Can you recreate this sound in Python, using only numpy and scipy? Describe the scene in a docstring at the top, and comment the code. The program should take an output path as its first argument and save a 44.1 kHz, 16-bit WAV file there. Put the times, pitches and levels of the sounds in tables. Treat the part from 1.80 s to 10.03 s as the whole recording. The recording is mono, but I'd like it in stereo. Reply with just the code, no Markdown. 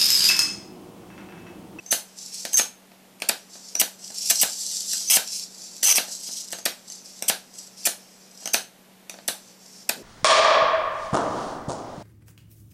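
"""A high-voltage arc on a workbench in a small room pops loudly fourteen times in about eight seconds.
A cooling fan hums throughout: a steady tone over soft noise. The arc smoulders with faint puffs and small spits,
then hisses while it burns (shaped noise); twice, about half a second each, its hiss all but vanishes.
Before a loud pop (one filtered pulse) it whistles near 6 kHz (a wavering tone) and flares into a sizzle (noise);
one flare, just after 4 s, ends almost without a pop. A soft low rustle comes at the very end.
The microphone pair stands close, with the arc to its right."""
import sys
import numpy as np
from scipy import signal
from scipy.fft import rfft, irfft
from scipy.io import wavfile
from scipy.ndimage import uniform_filter1d, map_coordinates

SR = 44100
rng = np.random.default_rng(int(sys.argv[2]) if len(sys.argv) > 2 else 0)


def unload_audio(sound):
    """Save the sound as a 16-bit wav file, at the path given as the first command line argument."""
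    columns = np.transpose(np.atleast_2d(sound))
    # keep every value between -1 and 1, then stretch to whole-number steps
    steps = np.round(np.clip(columns, -1, 1) * 32767)
    wavfile.write(sys.argv[1], SR, steps.astype(np.int16))


N = 362797
TIME = np.arange(N) / SR

# All levels in the tables are at the source, before the source's own fine changes and the mix.
# A snap: the arc channel whistles and flares into a sizzle, and both end, nearly always with a loud pop;
# the flare before 4.129 s ends almost without one.
# (time of the end [s], pop level [dB], flare length [s], flare level [dB], treble lift [dB],
#  room share [dB], whistle length [s], whistle level [dB], whistle pitch [Hz])
SNAPS = [(0.1264, -13, 0.014, -21, 5, 8.5, 0.021, -12.5, 6240),
         (0.7969, -13.5, 0.0262, -12.5, -3, -0.5, 0.029, -6, 6385),
         (1.4953, -12.5, 0.0069, -12, 6.5, -8, .010, -21, 6800),
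         (2.0152, -13, 0.018, -15, 8, -3.5, 0.03, -17.5, 5990),
         (2.5126, -19.5, 0.014, -7.5, -2, -3.5, 0.019, -16, 6270),
         (2.633, -13, 0.02, -13.5, 4.5, -2, 0.052, -27, 5840),
         (3.3705, -12.5, 0.072, -11.5, 1, -2.5, 0.1, -18, 6160),
         (4.129, -50, 0.1, -12.5, -4.5, -3, .102, -11.5, 6090),
         (4.183, -12, 0.026, -13.5, 1, -2.5, 0.043, -18.5, 5885),
         (4.8617, -13.5, .0075, -11.5, -3.5, -.5, 0.0097, -22, 6460),
         (5.499, -11.5, 0.018, -14, 4.5, -4, 0.0139, -32, 6130),
         (6.0724, -15, 0.02, -12.5, -0.5, -0.5, 0.02, -19, 6096),
         (6.7442, -11, 0.0095, -15.5, 3.5, 1, 0.012, -13, 6270),
         (7.4855, -15, .007, -20.5, 8, 2, 0.0078, -21, 6190),
         (8.0954, -14, 0.004, -15, 10, -6, .005, -34, 6200)]
# A spit: a brief restrike with a small pop; the channel then sings on faintly until the next snap.
# (time [s], sizzle level [dB], treble lift [dB], pop level [dB], singing level [dB])
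SPITS = [(0.062, -32.5, -15, -41, -41), (.651, -16.5, -5, -19.5, -39), (.732, -14.5, -5, -48, -14),
         (0.742, -15.5, -2, -50, -12.5), (1.401, -28, -19, -52, -67), (1.420, -13.5, -21, -18.5, -57),
         (1.952, -18, -7, -22, -26), (3.133, -15, -2, -30, -38), (4.030, -10.5, -18, -21.5, -29),
         (4.152, -9, -10, -45, -26), (4.705, -28, -12, -45, -45), (4.724, -15.5, -27, -36, -40),
         (4.730, -20.5, -20, -20, -42), (4.786, -34, -21, -29, -41), (5.1, -27.5, -12, -41, -44),
         (5.423, -13, -4.5, -21, -44), (6.657, -18, -9, -22.5, -41), (6.674, -17.5, -20, -24, -42),
         (7.296, -19, -26, -27.5, -54)]
SPIT_S = 0.0024  # length of a spit's sizzle


def undb(db):
    """Decibels to gain."""
    return 10 ** (np.asarray(db) / 20)


def unit(x):
    """Scale to rms 1."""
    return x / np.sqrt(np.mean(x ** 2))


def walk(rate):
    """Smooth random motion with spread 1, drifting through about rate random values a second."""
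    steps = rng.standard_normal(N // 8)
    return unit(map_coordinates(steps, [TIME * rate], order=2, mode="wrap"))


def colour(x, points, keep_power=True):
    """Filter to the spectrum given as (Hz, dB) points; it never answers before its input."""
    hz, db = np.transpose(points)
    size = 4096
    log_hz = np.log(np.fft.rfftfreq(size, 1 / SR) + 1)
    gain = undb(np.interp(log_hz, np.log(hz), db))
    cepstrum = irfft(np.log(unit(gain) if keep_power else gain))
    # folding the cepstrum forward in time makes the filter minimum-phase
    cepstrum[1:size // 2] *= 2
    cepstrum[size // 2 + 1:] = 0
    response = irfft(np.exp(rfft(cepstrum)))
    return signal.fftconvolve(x, response)[:len(x)]


def above(x, hz):
    """The part of a sound above a gentle crossover."""
    highpass = signal.butter(1, min(hz, .45 * SR), "high", fs=SR, output="sos")
    return signal.sosfilt(highpass, x)


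def gate(start, length, edge):
    """Sample indices and the soft-edged envelope of one burst; all three settings in seconds."""
    first = max(int((start - .01) * SR), 0)
    last = min(int((start + length + .02) * SR), N)
    i = np.arange(first, last)
    rise = 1 + np.tanh((TIME[i] - start) / edge)
    fall = 1 - np.tanh((TIME[i] - start - length) / edge)
    return i, rise * fall / 4


def fan(hum_hz=188.6, hum_db=-60, air_db=-54, drift_hz=0.39, side_above_hz=700, right_db=2.5):
    """A blade tone of slightly drifting pitch over soft air noise, alike on both ports in the bass."""
    # air noise: (frequency [Hz], level [dB])
    air_spectrum = [(25, -13), (60, -21), (100, -11), (150, -4.5), (230, 2), (310, -3), (450, -2),
                    (700, -3.5), (1200, -10.5), (2500, -11), (5000, -15), (9000, -17), (14500, -17.5)]
    phase = 2 * np.pi * np.cumsum(hum_hz + drift_hz * walk(8)) / SR
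    hum = undb(hum_db) * np.sqrt(2) * np.sin(phase)

    def air():
        return colour(rng.standard_normal(N), air_spectrum) * undb(air_db + 0.077 * walk(17))

    mid = air()
    side = above(air(), side_above_hz)
    left = (hum + mid + side) * undb(-right_db / 2)
    right = (hum + mid - side) * undb(right_db / 2)
    return np.array([left, right])


def bump(start=8.16, length=.07, db=-45, low_hz=170, high_hz=460):
    """A soft low rustle, as of a hand shifting: a burst of band-limited noise."""
    band = signal.butter(2, [low_hz, high_hz], "band", fs=SR, output="sos")
    rustle = unit(signal.sosfilt(band, rng.standard_normal(N)))
    i, shape = gate(start, length, edge=0.011)
    out = np.zeros(N)
    out[i] = undb(db) * shape * rustle[i]
    return out


def burning(swell_db=7.5, release_db_per_s=602, smoulder_db=-53.5, throb_hz=25.15, throb_drift_hz=4.84):
    """Level of the arc in dB: each stretch swells, holds and dies away over a faint smoulder; some throb."""
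    # stretches of hissing: (start [s], length [s], level [dB], swell time [s], throb [dB])
    burns = [(0.376, 0.17, -34, 0.1, -1), (.56, 0.26, -38.5, 0.022, 1.5), (1.697, .3, -40.5, .25, 2),
             (2.19, 0.2, -40, 0.057, 0), (2.36, 0.25, -23, 0.15, 3), (2.671, 0.62, -27, .24, -0.6),
             (3.415, .215, -31, 0.046, 1), (3.706, 0.38, -41, .04, 0.5), (4.235, 0.374, -34.5, .06, 3.5),
             (4.628, 0.18, -45.5, 0.0052, 9.5), (5.078, 0.094, -42, 0.0042, 6),
             (5.237, 0.17, -45, 0.012, 1), (5.738, 0.13, -39.5, .01, 3.5), (5.972, 0.089, -36.5, 0.0097, 1),
             (6.488, .2, -45, .15, 3), (7.805, 0.22, -43, 0.14, 0.5)]
    # the arc is out: (from [s], to [s])
    dark = [(.87, 1.41), (6.82, 7.3)]
    level_db = np.full(N, float(smoulder_db))
    for start, end in dark:
        level_db[(TIME > start) & (TIME < end)] = -85
    throb = np.sin(2 * np.pi * np.cumsum(throb_hz + throb_drift_hz * walk(12)) / SR)
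    for start, length, db, swell_s, throb_db in burns:
        age = TIME - start
        outside = np.maximum(-age, 0) + np.maximum(age - length, 0)  # seconds away from the stretch
        swell = swell_db * (np.clip(age / swell_s, 0, 1) - 1)
        burn_db = db + swell + throb_db * throb - release_db_per_s * outside
        level_db = np.maximum(level_db, burn_db)
    return level_db


def crackle(per_s=45, length=0.0034, spread_db=4.5):
    """Envelope of sparse short spurts (length in seconds) at random times and of random size."""
    chance, size = rng.random(N), rng.standard_normal(N)
    marks = (chance < per_s / SR) * undb(spread_db * np.clip(size, -2, 2))
    return signal.fftconvolve(marks, signal.windows.hann(int(length * SR) + 3), "same")


def hiss(flutter_db=0.5, grain_db=0.5, surge_db=2.5, shift_db=-0.54, split_hz=7000,
         brighten=0.11, dull_db=-29, spurt_db=-14, spurt_follow=0.53):
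    """The wandering arc root hisses and crackles; it is brighter when it burns harder."""
    # (frequency [Hz], level [dB])
    hiss_spectrum = [(200, -87), (1400, -40), (2500, -23.5), (3550, -12.5), (4350, -5), (5000, -2.5),
                     (6200, -1), (7700, -3.5), (9000, -12), (11500, -15), (14500, -26.5)]
    level_db = burning()
    unrest = unit(undb(surge_db * walk(21.74) + flutter_db * walk(130) + grain_db * walk(900)))
    alight = 1 / (1 + undb(2 * (-43.0 - level_db)))  # a faint arc hardly crackles
    spurts = alight * undb(spurt_db + spurt_follow * level_db) * crackle()
    size = undb(level_db) * unrest + spurts
    noise = colour(rng.standard_normal(N) * size, hiss_spectrum)
    treble = above(noise, split_hz)
    # the tilt lifts the treble and lowers the rest, or the other way round
    tilt_db = shift_db * walk(21) + brighten * (level_db - dull_db)
    return treble * undb(tilt_db) + (noise - treble) * undb(-tilt_db)


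def singing(peep_db=20.5, peep_top_db=-21, peep_s=0.0024, fade_db_per_s=54,
            rise_db=10.5, fall_db=6.5, crest=0.16):
    """Strength and pitch of the channel: a peep and fading tone after each spit, a swell into each snap."""
    end_s, *_, whistle_s, whistle_db, pitch_hz = np.transpose(SNAPS)
    coming = np.minimum(np.searchsorted(end_s, TIME), len(SNAPS) - 1)  # the snap that comes next
    size = np.zeros(N)
    for start, *_, db in SPITS:
        next_end = end_s[coming[int(start * SR)]]
        i, shape = gate(start, next_end - start, edge=.00045)
        age = np.abs(TIME[i] - start)
        # the peep is a short lift over the singing, up to a highest level
        peep = undb(min(db + peep_db, peep_top_db)) * np.exp(-age / peep_s)
        fading = undb(db - fade_db_per_s * age)
        size[i] = np.maximum(size[i], shape * (peep + fading))
    for end, length, db in zip(end_s, whistle_s, whistle_db):
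        i, shape = gate(end - length, length, edge=0.00027)
        progress = 1 + (TIME[i] - end) / length  # the whistle is loudest where this equals crest
        arch_db = np.interp(progress, [0, crest, 1], [-rise_db, 0, -fall_db])
        size[i] = np.maximum(size[i], shape * undb(db + arch_db))
    return size, pitch_hz[coming]


def whistle(flutter_db=4.5, overtone_db=-27):
    """The channel oscillates as a tone with a faint overtone; its pitch and strength never hold still."""
    size, pitch_hz = singing()
    waver_hz = 115 * walk(700)
    phase = 2 * np.pi * np.cumsum(uniform_filter1d(pitch_hz, size=128) + waver_hz) / SR
    tone = np.sqrt(2) * (np.sin(phase) + undb(overtone_db) * np.sin(2 * phase))
    flutter = unit(undb(flutter_db * walk(420)))
    return size * flutter * tone


def flares(crackle_db=2.0, sputter_db=1.0, treble_hz=9000, body_hz=2800, early_body_db=-12, spit_room_db=-0.5):
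    """Dense tiny restrikes sizzle as noise and gain body as they grow. Returns (direct, room feed)."""
    # (frequency [Hz], level [dB])
    flare_spectrum = [(60, -32), (300, -21), (700, -2), (1150, -3.5), (2000, -3.5), (2330, -0.5), (2900, 1),
                      (4500, 1), (7000, 5.5), (9500, 3.5), (12000, -1), (14500, -1)]
    unrest = undb(crackle_db * walk(1400) + sputter_db * walk(260))
    sizzle = colour(rng.standard_normal(N) * unrest, flare_spectrum)
    treble = above(sizzle, treble_hz)
    body = sizzle - above(sizzle, body_hz)
    # a snap's flare ends at its listed time; a spit's sizzle begins at its own
    bursts = [(s - length, length, db, treble_db, room_db)
              for s, _, length, db, treble_db, room_db, *_ in SNAPS]
    bursts += [(s, SPIT_S, db, treble_db, spit_room_db) for s, db, treble_db, *_ in SPITS]
    out = np.zeros((2, N))
    for start, length, db, treble_db, room_db in bursts:
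        i, shape = gate(start, length, edge=0.0005)
        body_db = np.interp(TIME[i], [start, start + length], [early_body_db, 0])
        burst = sizzle[i] + (undb(treble_db) - 1) * treble[i] + (undb(body_db) - 1) * body[i]
        rms = np.sqrt(np.average(sizzle[i] ** 2, weights=shape ** 2))
        flare = shape * undb(db) * burst / rms
        out[:, i] += np.outer([1, undb(room_db)], flare)
    return out


def pops(size_db=21.5, sharp_db=-15, sharpen=0.45, crack_hz=1500):
    """A pop is one suction pulse, as of a collapsing hot channel; the stronger it is, the more it cracks."""
    # (frequency [Hz], level [dB])
    pop_spectrum = [(30, -24), (120, -15), (240, 1.5), (320, -5.5), (500, -0.5), (640, 6), (830, 2.5),
                    (1100, -6), (1700, 3.5), (2000, -3.5), (2330, -0.5), (3200, -1), (4500, 2),
                    (8000, -25.5), (14500, -30.5)]
    # soft puffs of the smouldering arc: (time [s], level [dB])
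    puffs = [(1.118, -35), (1.755, -33.5), (2.304, -31), (3.212, -35), (4.284, -29), (4.490, -32.5),
             (6.625, -33.5), (7.341, -30), (7.388, -29.5)]
    pulse_list = [(s, db) for s, db, *_ in SNAPS]
    pulse_list += [(s + SPIT_S / 2, db) for s, _, _, db, _ in SPITS]
    thud, crack = np.zeros(N), np.zeros(N)
    for s, db in pulse_list + list(puffs):
        thud[int(s * SR)] = -undb(db + size_db)
        crack[int(s * SR)] = -undb(db + size_db + sharpen * (db - sharp_db))
    # below crack_hz the pulse has the size of the thud, above it the size of the crack
    lowpass = signal.butter(2, crack_hz, fs=SR, output="sos")
    pulses = crack + signal.sosfilt(lowpass, thud - crack)
    return colour(pulses, pop_spectrum)


def echoes(t60, treble_t60, delay, split_hz=5000):
    """Dense reflections that set in after a delay [s] and fade by 60 dB in t60 [s]; unit energy."""
    t = TIME[:SR // 2]
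    noise = rng.standard_normal(len(t))
    treble = above(noise, split_hz)
    fade, treble_fade = np.exp(-np.log(1000) * t / t60), np.exp(-np.log(1000) * t / treble_t60)
    tail = (noise - treble) * fade + treble * treble_fade
    tail *= 1 - np.exp(-(t / delay) ** 2)
    return tail / np.sqrt(np.sum(tail ** 2))


def space(direct, feed, direct_db=-5, bench_db=-7, room_db=-5.5, room_right_db=2.0,
          clutter_hz=2600, wander=1.8, left_lag=16):
    """The arc reaches the right port first and louder; bench clutter and walls answer on both."""
    # lift of the direct sound at the right port: (frequency [Hz], lift [dB])
    right_lift = [(100, 1), (600, 3.5), (1300, -4), (2500, 3.5), (4500, 3.5), (6200, 4), (8500, 3),
                  (13000, 7.5)]
    left = np.pad(direct, (left_lag, 0))[:N]  # lag in samples
    right = colour(direct, right_lift, keep_power=False)
    out = undb(direct_db) * np.array([left, right])
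    scattered = above(direct, clutter_hz)  # small things only reflect short waves
    place = wander * walk(7)  # as the arc moves, one pattern of reflections gives way to another
    for port, side_db in enumerate([0, room_right_db]):
        for share in (np.cos(place), np.sin(place)):
            bench_echo = echoes(t60=0.015, treble_t60=0.0045, delay=0.0003)
            wall_echo = echoes(t60=0.26, treble_t60=0.24, delay=0.00085)
            bench = signal.oaconvolve(share * scattered, bench_echo)[:N]
            walls = signal.oaconvolve(share * feed, wall_echo)[:N]
            out[port] += undb(side_db) * (undb(bench_db) * bench + undb(room_db) * walls)
    return out


def scene(whistle_db=-2, whistle_room_db=-3, whistle_beam_db=-13):
    """The arc in its room, over the fan; the whistle beams toward the right port."""
    burn, tone, snap = hiss(), whistle(), pops()
    sizzle, sizzle_feed = flares()
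    direct = burn + undb(whistle_db) * tone + snap + sizzle
    feed = burn + undb(whistle_room_db) * tone + snap + sizzle_feed
    beam = np.outer([0, undb(whistle_beam_db)], tone)
    return fan() + bump() + space(direct, feed) + beam


def record(dry, top_hz=14550):
    """The recorder clips the tallest peaks and cuts the top."""
    lowpass = signal.ellip(10, .2, 80, top_hz, fs=SR, output="sos")
    return signal.sosfilt(lowpass, np.clip(dry, -1, 1))


dry = scene()
out = record(dry)
unload_audio(out)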